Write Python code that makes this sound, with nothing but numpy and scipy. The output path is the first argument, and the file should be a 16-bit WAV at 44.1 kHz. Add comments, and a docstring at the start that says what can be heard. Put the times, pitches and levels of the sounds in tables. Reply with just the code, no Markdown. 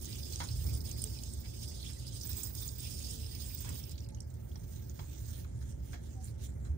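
"""Hands are rinsed under a small tap in the plastic washbasin of a moving train compartment.
The stream is random droplet impacts and ringing bubbles, with gurgles, plinks and slapping lumps of water;
it stops after about four seconds and drips out. Sleeves and a towel rustle as grains of filtered noise.
Below, the carriage rumbles and rolls as coloured noise, with jolts, hollow knocks and faint gliding squeaks.
"""
import sys
import numpy as np
from scipy import signal
from scipy.fft import rfft, irfft, next_fast_len
from scipy.io import wavfile
from scipy.ndimage import uniform_filter1d, map_coordinates

SR = 44100
rng = np.random.default_rng(int(sys.argv[2]) if len(sys.argv) > 2 else 0)


def inscribe(sig):
    """Save sig as 16-bit PCM at rate SR to the path in sys.argv[1].

    A 1-D sig is mono; a 2-D sig holds one channel per row.
    Samples are clipped to [-1, 1] before scaling.
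    """
    pcm = np.round(np.clip(np.atleast_2d(sig).T, -1, 1) * 32767)
    wavfile.write(sys.argv[1], SR, pcm.astype(np.int16))


N = 298557

TIME = np.arange(N) / SR
FREQS = np.fft.rfftfreq(next_fast_len(N + 8192), 1 / SR)

# jet on the palms, before trims: start_s, spatter_db, fine_spray_db
ON_PALMS = [(0.0, -56.5, -55), (0.51, -56, -60.5), (0.9, -57, -56.5), (1.35, -60.5, -62.5),
            (1.92, -57, -64.5), (2.2, -55.5, -61)]
# jet fanned out over the wrists until the tap closes: start_s, spatter_db, fine_spray_db
ON_WRISTS = [(2.25, -56, -48.5), (2.44, -55.5, -49), (3.074, -54.5, -57.5), (3.18, -58, -58.5),
             (3.652, -56.5, -53.5), (4.054, -67, -60), (4.15, -72, -74)]
# a palm catches the jet and changes the spatter (negative = louder): start_s, length_s, loss_db
CATCHES = [(.5, 0.087, 2), (.775, 0.037, 9), (.815, 0.039, 7), (.94, 0.14, -2), (1.37, 0.13, 4),
           (2.0, 0.063, 4.5), (2.09, 0.034, 9), (2.17, 0.072, 4), (2.47, 0.11, 6), (2.71, 0.091, 6.5),
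           (3.24, 0.099, 3.5), (3.48, 0.069, 4.5), (3.845, 0.053, 4), (3.93, 0.061, 11), (4.015, .06, -9)]
# lumps of water slap into the basin: start_s, peak_db, centre_hz, decay_s, width_octaves
SPLATS = [(.053, -34, 6700, .005, .6), (.127, -37, 5100, .004, .35), (.231, -36.5, 5000, .004, .2),
          (.323, -30.5, 6600, .004, .9), (.332, -35, 5000, .006, .6), (.3575, -25.5, 6300, .0015, .9),
          (.485, -38, 4600, .004, .5), (.641, -37, 9100, .003, 1), (.737, -37, 8300, .003, .5),
          (.748, -35, 9000, .003, .25), (.804, -39, 5300, .004, .3), (.89, -36.5, 8200, .003, .8),
          (.912, -31, 6500, .003, .5), (1.017, -29, 9300, .004, .35), (1.038, -24, 8800, .0026, .45),
          (1.039, -30, 7500, .001, 2), (1.07, -38, 5400, .004, .3), (1.187, -39, 5000, .004, .8),
          (1.234, -33.5, 7300, .003, .9), (1.334, -33.5, 8300, .0025, .35), (1.826, -39, 4300, .005, .3),
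          (1.932, -38.5, 8100, .003, .6), (2.066, -40.5, 5700, .004, .7), (2.077, -37, 5200, .005, .4),
          (2.211, -32, 6100, .004, .8), (2.231, -36, 6000, .003, .3), (2.269, -35, 8500, .003, .25),
          (2.329, -36, 7600, .003, 1), (2.367, -32.5, 8450, .003, .2), (2.431, -27.5, 8000, .005, .6),
          (2.55, -32, 9500, .002, 1.1), (2.605, -35, 8300, .004, .5), (2.676, -33.5, 7200, .005, .25),
          (2.687, -36.5, 5500, .004, .7), (2.803, -35.5, 8500, .003, .5), (2.989, -34, 9000, .003, .5),
          (3.109, -31.5, 8400, .004, .35), (3.26, -39.5, 5400, .004, .3), (3.348, -37, 5300, .004, .5),
          (3.462, -37.5, 8400, .003, .5), (3.546, -28, 15000, .0018, .15), (3.587, -35.5, 8700, .004, .35),
          (3.69, -33, 8000, .0037, .7), (3.743, -37, 9000, .003, .6), (3.836, -41, 5600, .005, .35),
          (3.85, -42, 9600, .003, .5), (3.893, -40, 7900, .002, 1.4), (3.913, -43, 8500, .008, .6),
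          (3.978, -42, 4700, .008, .9)]
# fine spray, also the crisp part of the cloth: freq_hz, level_db
SPRAY_COLOUR = [(11000, -19.5), (13800, -11), (14600, -0.5), (15400, 3.5), (16500, -20)]
# microphone colouring of short wet ticks, dip near 12.5 kHz, resonance at 15 kHz: freq_hz, level_db
MIC_TICK_COLOUR = [(2000, -38), (3500, -22), (9000, -22), (12500, -30), (14200, -17), (15000, -7),
                   (16500, -22)]


def from_db(db):
    """Decibels to gain."""
    return 10 ** (np.asarray(db) / 20)


def rms_one(x):
    """Scale so that the mean of the channels has rms 1."""
    return x / np.sqrt(np.mean(x.mean(axis=0) ** 2) + 1e-20)


def gains(rows):
    """The dB columns of a time curve as gains per sample."""
    times_s, *columns = np.transpose(rows)
    return [from_db(np.interp(TIME, times_s, column)) for column in columns]


def response(points, peaks=()):
    """A curve interpolated on a log-frequency axis, with resonances on top."""
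    hz, value = np.transpose(points)
    curve = np.interp(np.log(FREQS + 1), np.log(hz), value)
    return curve + sum(db / (1 + (2 * (FREQS - f) / width) ** 2) for f, width, db in peaks)


def resampled(curve, size):
    """Pick the points of a response that suit a transform of this size."""
    return curve[..., np.linspace(0, len(FREQS) - 1, size // 2 + 1).astype(int)]


def filtered(x, gain):
    """Apply a zero-phase frequency response to a sound of any length."""
    size = next_fast_len(x.shape[-1] + 8192)
    return irfft(rfft(x, size) * resampled(gain, size), size)[..., :x.shape[-1]]


def rung(x, db):
    """Filter with minimum phase, so that resonances ring only after the blow."""
    size = 2 * next_fast_len(x.shape[-1])
    cepstrum = irfft(np.log(from_db(resampled(db, size))))
    lag = np.arange(size)
    fold = np.sign(lag) + np.sign(size // 2 - lag)  # moves the cepstrum to positive lags
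    return irfft(rfft(x, size) * np.exp(rfft(cepstrum * fold)), size)[..., :x.shape[-1]]


def coloured(x, points, peaks=()):
    """Filter a sound by a spectrum; rms 1."""
    return rms_one(filtered(x, from_db(response(points, peaks))))


def drift(rate_hz):
    """Random curve: straight lines between normal draws of spread 1."""
    knots = rng.standard_normal(8192)
    return np.interp(TIME * rate_hz, np.arange(len(knots)), knots)


def swell(start_s, length_s):
    """One movement: a half-sine arch from 0 up to 1 and back."""
    return np.sin(np.pi * np.clip((TIME - start_s) / length_s, 0, 1))


def swells(rows):
    """Sum of arches given as start_s, length_s, height."""
    return sum(height * swell(s, length) for s, length, height in rows)


def add(out, start_s, sound, peak_db):
    """Mix a short sound in at a time, with a peak level averaged over its channels."""
    at = int(start_s * SR)
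    level = from_db(peak_db) / np.abs(sound).max(axis=1).mean()
    out[:, at:at + sound.shape[1]] += (level * sound)[:, :N - at]


def grains(per_s, spread_db):
    """Random tiny impacts, most small and a few large."""
    sizes = from_db(spread_db * np.minimum(rng.exponential(1, N), 4.5))
    signs = rng.choice([-1, 1], N)
    return sizes * signs * (rng.random(N) < per_s / SR)


def lumps(per_s=90, decay_s=.006, trickle=.5):
    """Each random start sets off a flurry at once, which then dies away; rms 1."""
    starts = np.abs(grains(per_s, 0.42))
    flurry = signal.lfilter([1], [1, -np.exp(-1 / (decay_s * SR))], starts)
    strength = trickle + flurry / flurry.mean()
    return strength / np.sqrt(np.mean(strength ** 2))


def bubbles(per_s, centre_hz, octaves, cycles, spread_db, rise=0.066):
    """Trapped air rings, each bubble at its own pitch, falling 60 dB in `cycles` and rising in pitch."""
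    onset_cycles = 5
    born = grains(per_s, spread_db)
    at, age = np.flatnonzero(born)[:, None], np.arange(SR // 50)
    scatter = 2 ** (octaves * rng.standard_normal(at.shape))
    hz = np.minimum((centre_hz * np.ones(N))[at] * scatter, SR / 3)
    turns = hz * age / SR
    envelope = np.minimum(turns / onset_cycles, 1) * from_db(-60 * turns / cycles)
    rings = born[at] * envelope * np.sin(2 * np.pi * turns * (1 + rise * turns / cycles))
    return np.bincount((at + age).ravel(), rings.ravel(), N)[:N]


def echoes(bowl_s):
    """Random paths from one spot to two microphones: bowl reflections plus a weaker cabin tail."""
    cabin_db, cabin_s = -7.0, .022
    t = TIME[:SR // 12]
    decays_s = np.array([bowl_s, cabin_s])[:, None, None]
    bowl, cabin = rng.standard_normal((2, 2, len(t))) * np.exp(-t / decays_s)
    bowl /= np.linalg.norm(bowl, axis=1, keepdims=True)
    cabin /= np.linalg.norm(cabin, axis=1, keepdims=True)
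    return bowl + from_db(cabin_db) * cabin


def basin(x, bowl_s=0.021, count=8):
    """The sound hops between spots every 64 samples, each spot with echoes of its own."""
    spot = np.repeat(rng.integers(0, count, N // 64 + 1), 64)[:N]
    return sum(signal.oaconvolve((x * (spot == k))[None], echoes(bowl_s))[:, :N] for k in range(count))


def wandering(x, share, rate_hz):
    """All resonances slide up and down together, by a share of their pitch, through a varying time base."""
    slide = drift(rate_hz)
    place = np.cumsum(1 + share * (slide - slide.mean()))
    return np.array([map_coordinates(side, [place], order=3, mode="mirror") for side in x])


def burst(decay_s, rise_s=0.00022, tail_db=-14.0, tail_s=0.051):
    """A puff of noise that rises and dies, with a fainter tail."""
    t = TIME[:SR // 6]
    attack = np.minimum(t / max(rise_s, .0001), 1) ** 2
    age = np.maximum(t - rise_s, 0)
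    fall = np.exp(-age / max(decay_s, .0004)) + from_db(tail_db) * np.exp(-age / tail_s)
    return rng.standard_normal((2, len(t))) * attack * fall


def ring(clicks, hz, t60_s):
    """A unit click sets a decaying sine ringing."""
    r, w = from_db(-60 / (t60_s * SR)), 2 * np.pi * hz / SR
    return signal.lfilter([0, np.sin(w)], [1, -2 * r * np.cos(w), r * r], clicks + 1e-18)


def tick(hz, decay_s, octaves, bubble_share, mic_db):
    """A wet contact: a noise band some octaves wide, a damped bubble ringing in it, microphone colouring."""
    edges_hz = [hz * 2 ** (-octaves / 2), min(hz * 2 ** (octaves / 2), .45 * SR)]
    slap = burst(decay_s, rise_s=.0018, tail_db=-27.0, tail_s=.014)[:, :SR // 16]
    contact = signal.sosfilt(signal.butter(2, edges_hz, "band", fs=SR, output="sos"), slap)
    return contact + bubble_share * ring(contact, hz, t60_s=.011) + rung(slap, mic_db)


def running():
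    """1 while the tap runs, falling to 0 as the spout empties."""
    dry_s, drain_s = 4.1, 0.3
    return np.clip((dry_s - TIME) / drain_s, 0, 1)


def stream(fizz_db=0.5, spatter_trim_db=2.96, spray_trim_db=0.5, sway_db=-0.4, spray_follows=0.37):
    """Droplets patter and bubbles fizz in uneven flurries as the hands break the jet."""
    # freq_hz, level_db
    spatter_colour = [(400, 7.5), (900, -20), (1250, -30), (2000, -40), (2900, -12.5), (3500, 0.5),
                      (4100, -3.5), (5100, 6), (5900, -2), (7400, 0.5), (8800, 8), (10200, -2), (12500, -2),
                      (14000, -15.5)]
    # ringing of the water film and drain: freq_hz, width_hz, gain_db
    basin_peaks = [(4945, 45, 5.5), (5340, 43, 7.5), (6440, 210, 7.5)]
    # gathered water spills from the hands (negative = quieter): start_s, length_s, rise_db
    spills = [(.02, 0.058, 3.5), (.33, 0.14, 2), (.845, 0.04, 4), (1.61, 0.052, 6.5), (2.055, 0.04, -2.5),
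              (2.57, 0.053, 5), (2.79, 0.11, 3), (3.08, 0.13, 2), (3.38, 0.069, 4.5), (3.903, 0.029, 11)]
    # the jet glances off a knuckle into fine spray: start_s, length_s, rise_db
    glances = [(.6, 0.14, 10.5), (.92, 0.14, 0), (1.385, 0.055, 6)]
    gather_s, gather_loss_db = 0.044, 0.5  # the spatter thins while a lump gathers in the hands

    spatter, spray = gains(ON_PALMS + ON_WRISTS)
    gathering_db = swells((s - 0.82 * gather_s, gather_s, gather_loss_db) for s, *_ in SPLATS)
    hands_db = swells(spills) - swells(CATCHES) - gathering_db
    surge = np.sqrt(lumps()) * from_db(sway_db * drift(28.48))

    impacts = rms_one(basin(grains(7000, 2.5) * surge, bowl_s=0.001, count=12))
    fizzing = bubbles(450, 6500, octaves=0.5, cycles=257, spread_db=0.0) * surge
    fizz = rms_one(basin(fizzing, bowl_s=0.028, count=5))
    film = coloured(impacts + from_db(fizz_db) * fizz, spatter_colour, basin_peaks)
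    film = wandering(film, share=.013, rate_hz=28)
    mist = coloured(impacts * from_db(2.0 * drift(45)), SPRAY_COLOUR)

    spray_db = spray_trim_db + spray_follows * hands_db + swells(glances)
    water = from_db(spatter_trim_db + hands_db) * spatter * film + from_db(spray_db) * spray * mist
    return water * running()


def gurgles(trim_db=-7.0, octaves=0.223, cycles=80):
    """Bubbles ring around the pitch of each air pocket, which glides as the hands squeeze or open it."""
    # air pockets between cupped hands, before the trim: start_s, length_s, first_hz, last_hz, level_db
    pockets = [(0, 0.24, 3350, 2760, -55), (0.245, 0.33, 3980, 4100, -53), (0.57, 0.088, 3800, 3600, -54.5),
               (0.848, 0.092, 3300, 3700, -54.5), (1.127, 0.21, 3840, 3920, -59.5),
               (1.424, 0.061, 2450, 2370, -58.5), (1.608, 0.055, 3500, 3460, -57),
               (1.722, 0.23, 4770, 2670, -50.5), (1.925, 0.32, 3590, 4040, -57),
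               (2.552, 0.071, 4230, 4130, -70.5), (2.756, 0.205, 2860, 3010, -55.5),
               (2.87, 0.44, 3190, 3130, -57.5), (3.166, 0.5, 3520, 3300, -61.5),
               (3.578, 0.31, 2830, 2740, -55.5), (3.815, 0.21, 3020, 4400, -61.5)]
    path = []
    for s, length, first_hz, last_hz, _ in pockets:
        path += [(s + .1 * length, first_hz), (s + .9 * length, last_hz)]
    pocket_hz = np.interp(TIME, *np.transpose(sorted(path)))
    hollow = basin(bubbles(300, pocket_hz, octaves=octaves, cycles=cycles, spread_db=0.0), count=3)
    level = swells((s, length, from_db(db + trim_db)) for s, length, _, _, db in pockets)
    return level * rms_one(hollow)


def droplets(plink_db=-11, spit_db=-4.5):
    """Drops plink in the water on the basin floor and spit off the skin; the last dribble on after the jet."""
    # hands and spout dribble as the tap closes: start_s, length_s, level_db before the fade
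    dribble_span = (3.8, .72, -64.5)
    start_s, length_s, dribble_db = dribble_span
    spatter, _ = gains(ON_PALMS + ON_WRISTS)
    plinks = rms_one(basin(bubbles(110, 3900, octaves=.45, cycles=110, spread_db=2.5), count=3))
    spits = bubbles(120, 7800, octaves=.33, cycles=75, spread_db=1.1)
    spits = rms_one(basin(spits, bowl_s=.0012, count=6))
    dribble = bubbles(520, 6300, octaves=.55, cycles=50, spread_db=0.8)
    dribble = rms_one(basin(dribble, bowl_s=.006, count=3))

    free = spatter * running() * from_db(-swells(CATCHES))
    dying = np.clip((start_s + length_s - TIME) / length_s, 0, 1)
    falling = free * (from_db(plink_db) * plinks + from_db(spit_db) * spits)
    return falling + from_db(dribble_db) * swell(start_s, length_s) * dying * dribble


def diffuse():
    """Noise that fills the cabin: alike at both microphones in the bass, unrelated in the treble."""
    # correlation of the two microphones: freq_hz, likeness (0 to 1)
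    likeness = [(60, .99), (150, .98), (300, .92), (500, .65), (900, .5), (1500, .2), (4000, .05)]
    alike = np.clip(response(likeness), 0, 1)
    mid, side = rng.standard_normal((2, N))
    return filtered(mid, np.sqrt(1 + alike)) + filtered(side, np.sqrt(1 - alike)) * [[1], [-1]]


def train(roll_trim_db=-1.5, jolt_hz=76, jolt_s=.015, rattle_s=0.094, steadiness=0.53, left_lead_s=.00088):
    """The wheels shake the carriage panels; the sound reaches the left microphone first."""
    # ride levels before trims: time_s, rumble_db, rolling_noise_db
    ride = [(0.0, -44.5, -52), (0.24, -43, -52.5), (6.77, -43, -53)]
    # rough stretches of track (negative = quieter): start_s, length_s, rumble_rise_db, roll_rise_db
    rough_track = [(0.03, 1.34, 2.5, 4), (0.44, 0.45, 5, -4), (1.562, 0.31, -2, 1.5), (3.64, 0.13, 3, 6),
                   (4.933, 1.1, 2, 0), (6.34, 0.56, 2.5, 1.5)]
    # freq_hz, level_db
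    rumble_colour = [(20, -32), (32, -54), (42, -15), (54, 0), (80, 0), (96, -7.5), (125, -8), (165, -10),
                     (200, -25), (300, -69)]
    # freq_hz, level_db
    roll_colour = [(120, -5), (200, -1), (290, -1.5), (400, -5.5), (620, -10), (1000, -29), (1300, -24.5),
                   (2200, -27), (4000, -67), (15000, -31)]
    # panel resonances: freq_hz, width_hz, gain_db
    carriage_peaks = [(74.6, 40, 4.5), (113, 18, 11), (222.2, 18.5, 8.5), (276, 7.3, 4), (362.4, 38, 4.5),
                      (551, 3.4, 12.5), (810, 44, 1.5), (893, 95, 8), (983, 33, 5.5), (1626, 12, 12)]
    # the wheels jolt the carriage and its fittings rattle: time_s, thud_peak_db, rattle_peak_db
    jolt_rows = [(0.515, -28.5, -59), (0.653, -32.5, -41), (0.736, -35, -40.5), (1.381, -33, -58),
                 (2.32, -33.5, -46), (3.217, -36.5, -56), (6.563, -34, -47), (6.704, -28, -53)]

    rumble, roll = gains(ride)
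    rumble = rumble * from_db(swells((s, length, db) for s, length, db, _ in rough_track))
    roll = roll * from_db(swells((s, length, db) for s, length, _, db in rough_track))
    shake = coloured(diffuse(), rumble_colour, carriage_peaks)
    power = uniform_filter1d(shake[0] ** 2 + 1e-6, size=SR // 10)
    shake = rms_one(shake / power ** (steadiness / 2))  # partly evens out the level
    rolling = coloured(diffuse(), roll_colour, carriage_peaks)

    jolts, t = np.zeros((2, N)), TIME[None, :SR // 4]
    for s, thud_db, rattle_db in jolt_rows:
        thud = t * np.exp(-t / jolt_s) * np.sin(2 * np.pi * jolt_hz * t)
        rattle = filtered(burst(rattle_s)[:1], from_db(response(roll_colour)))
        add(jolts, s - jolt_s / 2, thud, thud_db)
        add(jolts, s - jolt_s / 2, rattle, rattle_db)
    left, right = rumble * shake + from_db(roll_trim_db) * roll * rolling + jolts
    return np.array([left, np.interp(TIME - left_lead_s, TIME, right)])


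def splats(bubble_share=.05):
    """Larger lumps slap on skin and basin as bursts of noise, some broad and some with a clear pitch."""
    out, mic_db = np.zeros((2, N)), response(MIC_TICK_COLOUR)
    for s, db, hz, decay_s, octaves in SPLATS:
        add(out, s, tick(hz, decay_s, octaves, bubble_share, mic_db), db)
    return out


def knocks(body_q=2.3, hollow_db=15.0, chatter_db=2.5):
    """Damped plastic is bumped and chatters briefly: a broad hollow thud with a shorter bright crack."""
    # bumps on the plastic fittings: start_s, body_peak_db, crack_peak_db, rise_s, decay_s, body_hz
    bumps = [(.399, -33.5, -32.5, .004, .018, 930), (.412, -41, -42, .003, .014, 1450),
             (1.447, -56, -48, .003, .016, 900), (3.6455, -47, -45, .002, .018, 1000),
             (3.675, -51, -53, .002, .008, 1350), (3.69, -50, -48, .001, .004, 1300),
             (3.701, -49.5, -53, .004, .012, 1150), (4.555, -55, -49, .001, .012, 870),
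             (4.9895, -43, -42.5, .002, .02, 1000), (5.444, -51, -54, .001, .006, 1350),
             (5.612, -55, -57, .003, .012, 1500), (5.93, -43.5, -45, .0015, .006, 1700),
             (5.938, -47, -45, .002, .016, 680), (6.649, -54, -53, .002, .028, 1400)]
    # freq_hz, level_db
    body_colour = [(250, -11), (600, -2.5), (900, 0.5), (1500, -3), (2200, 0), (3000, -11), (5000, -49.5)]
    # freq_hz, level_db
    crack_colour = [(1000, -4.5), (2100, 0), (2700, -6.5), (4100, 2), (6000, -3), (9000, -12), (15000, -45)]
    # modes of the plastic: freq_hz, width_hz, gain_db
    plastic_modes = [(1530, 150, 0.5), (2150, 140, 4), (3300, 130, 16.5), (4050, 78, 10), (5100, 130, 6),
                     (5470, 200, 5), (6940, 340, 8)]
    out = np.zeros((2, N))
    for s, body_db, crack_db, rise_s, decay_s, hz in bumps:
        chatter = from_db(chatter_db * drift(340)[:SR // 6])
        body = response(body_colour, plastic_modes + [(hz, hz / body_q, hollow_db)])
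        crack = response(crack_colour, plastic_modes)
        add(out, s, rung(chatter * burst(decay_s, rise_s), body), body_db)
        add(out, s, rung(chatter * burst(0.64 * decay_s, rise_s), crack), crack_db)
    return out


def squeaks(waver=0.012):
    """Fittings creak faintly: soft, nearly pure tones that swell, sag in pitch and fade."""
    # start_s, length_s, pitch_hz, peak_db, glide_octaves_per_s
    creaks = [(1.016, 0.096, 440, -56, -0.66), (3.06, 0.27, 475, -61.5, -0.56),
              (4.11, 0.047, 860, -64, -0.12), (6.149, 0.09, 770, -58, -0.15)]
    out, t = np.zeros((2, N)), TIME[:SR // 3]
    for s, length, hz, db, glide in creaks:
        pitch_hz = hz * 2 ** (glide * t) * (1 + waver * drift(160)[:len(t)])
        arch = np.sin(np.pi * np.minimum(t / length, 1))
        tone = np.sin(2 * np.pi * np.cumsum(pitch_hz) / SR)
        add(out, s, (arch * tone)[None], db)
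    return out


def drips(tick_s=0.002, octaves=.55, bubble_share=.13, rebound_s=.026, rebound_loss_db=10, count=2):
    """Each drop plops on a wet surface and throws up smaller droplets that land just after it."""
    # single drops: start_s, peak_db, pitch_hz
    drops = [(3.954, -52, 4700), (3.989, -48, 7500), (4.003, -45, 5900), (4.043, -48.5, 5140),
             (4.087, -41, 8300), (4.145, -43.5, 6600), (4.2025, -41, 5620), (4.203, -39.5, 8530),
             (4.217, -51, 6500), (4.228, -57, 7700), (4.301, -52, 7700), (4.339, -50, 8700),
             (4.515, -52, 3560), (4.556, -46, 5800), (4.895, -41, 6900), (6.242, -39, 8960)]
    out, mic_db = np.zeros((2, N)), response(MIC_TICK_COLOUR)
    for s, db, hz in drops:
        add(out, s, tick(hz, tick_s, octaves, bubble_share, mic_db), db)
        for late, shift_octaves in rng.uniform([.2, -.4], [1, .4], (count, 2)):
            rebound = tick(hz * 2 ** shift_octaves, tick_s, octaves, bubble_share, mic_db)
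            add(out, s + late * rebound_s, rebound, db - rebound_loss_db * (1 + late))
    return out


def patchy(x, depth_db, rate_hz, count=14):
    """Each narrow band swells and fades on its own."""
    place = np.interp(np.log(FREQS + 1), np.log([1200, 16000]), [0, count - 1])
    size = next_fast_len(N + 8192)
    spectrum = rfft(x, size)
    out = 0
    for k in range(count):
        band = irfft(spectrum * np.maximum(1 - np.abs(place - k), 0), size)[:, :N]
        out = out + band * from_db(depth_db * drift(rate_hz))
    return out


def cloth(crisp_trim_db=2.5, sway_db=-1.5, grain_db=2.6, pressure_db=.7):
    """Fibres catch and slip in runs; the rustle swells with each stroke and shifts colour with the folds."""
    # strokes of sleeves and towel, before trims: start_s, length_s, rub_db, crisp_db
    strokes = [(4.233, 0.2, -72, -73), (4.376, 0.24, -68.5, -69), (4.533, 0.5, -64.5, -65.5),
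               (4.93, 0.3, -62.5, -65), (5.155, 0.32, -58.5, -61), (5.323, 0.13, -84, -79),
               (5.516, 0.24, -67, -77), (5.668, .06, -68.5, -79), (5.743, 0.28, -68.5, -72),
               (5.883, 0.079, -68, -80), (5.997, 0.21, -64.5, -75), (6.197, 0.14, -62, -73),
               (6.363, .17, -63.5, -76), (6.403, 0.08, -67.5, -70), (6.575, .15, -68, -86)]
    # the cloth keeps stirring between strokes: start_s, length_s, level_db
    stir_span = (4.59, 2.43, -71.5)
    # freq_hz, level_db
    cloth_colour = [(600, -36), (1500, -2.5), (2400, -6.5), (3300, -2), (4700, -3), (6500, 4.5), (7800, -1),
                    (9000, 3), (10300, -8.5), (13000, -10.5), (14000, -38)]

    start_s, length_s, stir_db = stir_span
    stir = from_db(stir_db) * np.sqrt(swell(start_s, length_s))
    rub = np.hypot(swells((s, span, from_db(db)) for s, span, db, _ in strokes), stir)
    crisp = swells((s, span, from_db(db + crisp_trim_db)) for s, span, _, db in strokes)
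    slips = np.sqrt(lumps(per_s=260, decay_s=.003, trickle=1))
    fibres = np.array([grains(9000, grain_db) for side in range(2)])
    fibres = fibres * slips * from_db(sway_db * drift(55))
    rustle = coloured(patchy(fibres, depth_db=3.6, rate_hz=25), cloth_colour)
    rustle = wandering(rustle, share=.06, rate_hz=14)
    pressure = from_db(pressure_db * drift(32))  # uneven pressure of the hands
    return pressure * (rub * rustle + crisp * coloured(fibres, SPRAY_COLOUR))


def scene():
    """Water, hands and cloth over the ride."""
    water = stream() + gurgles() + droplets() + splats() + drips()
    return water + train() + knocks() + squeaks() + cloth()


def record(dry, cutoff_hz=15600):
    """Two microphones, the left one shaded and dull; the top is cut."""
    # freq_hz, left_minus_right_db
    left_colour = [(100, -2.5), (280, -6), (450, -2), (740, 0), (2000, -1.5), (3500, -3.5), (5500, -8),
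                   (8000, -11), (9500, -9), (11000, -8), (13000, -35), (15000, -27)]
    left = from_db(response(left_colour))
    balance = np.sqrt(2 / (1 + left ** 2))  # keeps the summed power of the two channels
    heard = filtered(dry, np.array([left, np.ones_like(left)]) * balance)
    return signal.sosfilt(signal.ellip(12, .2, 80, cutoff_hz, fs=SR, output="sos"), heard)


dry = scene()
out = record(dry)
inscribe(out)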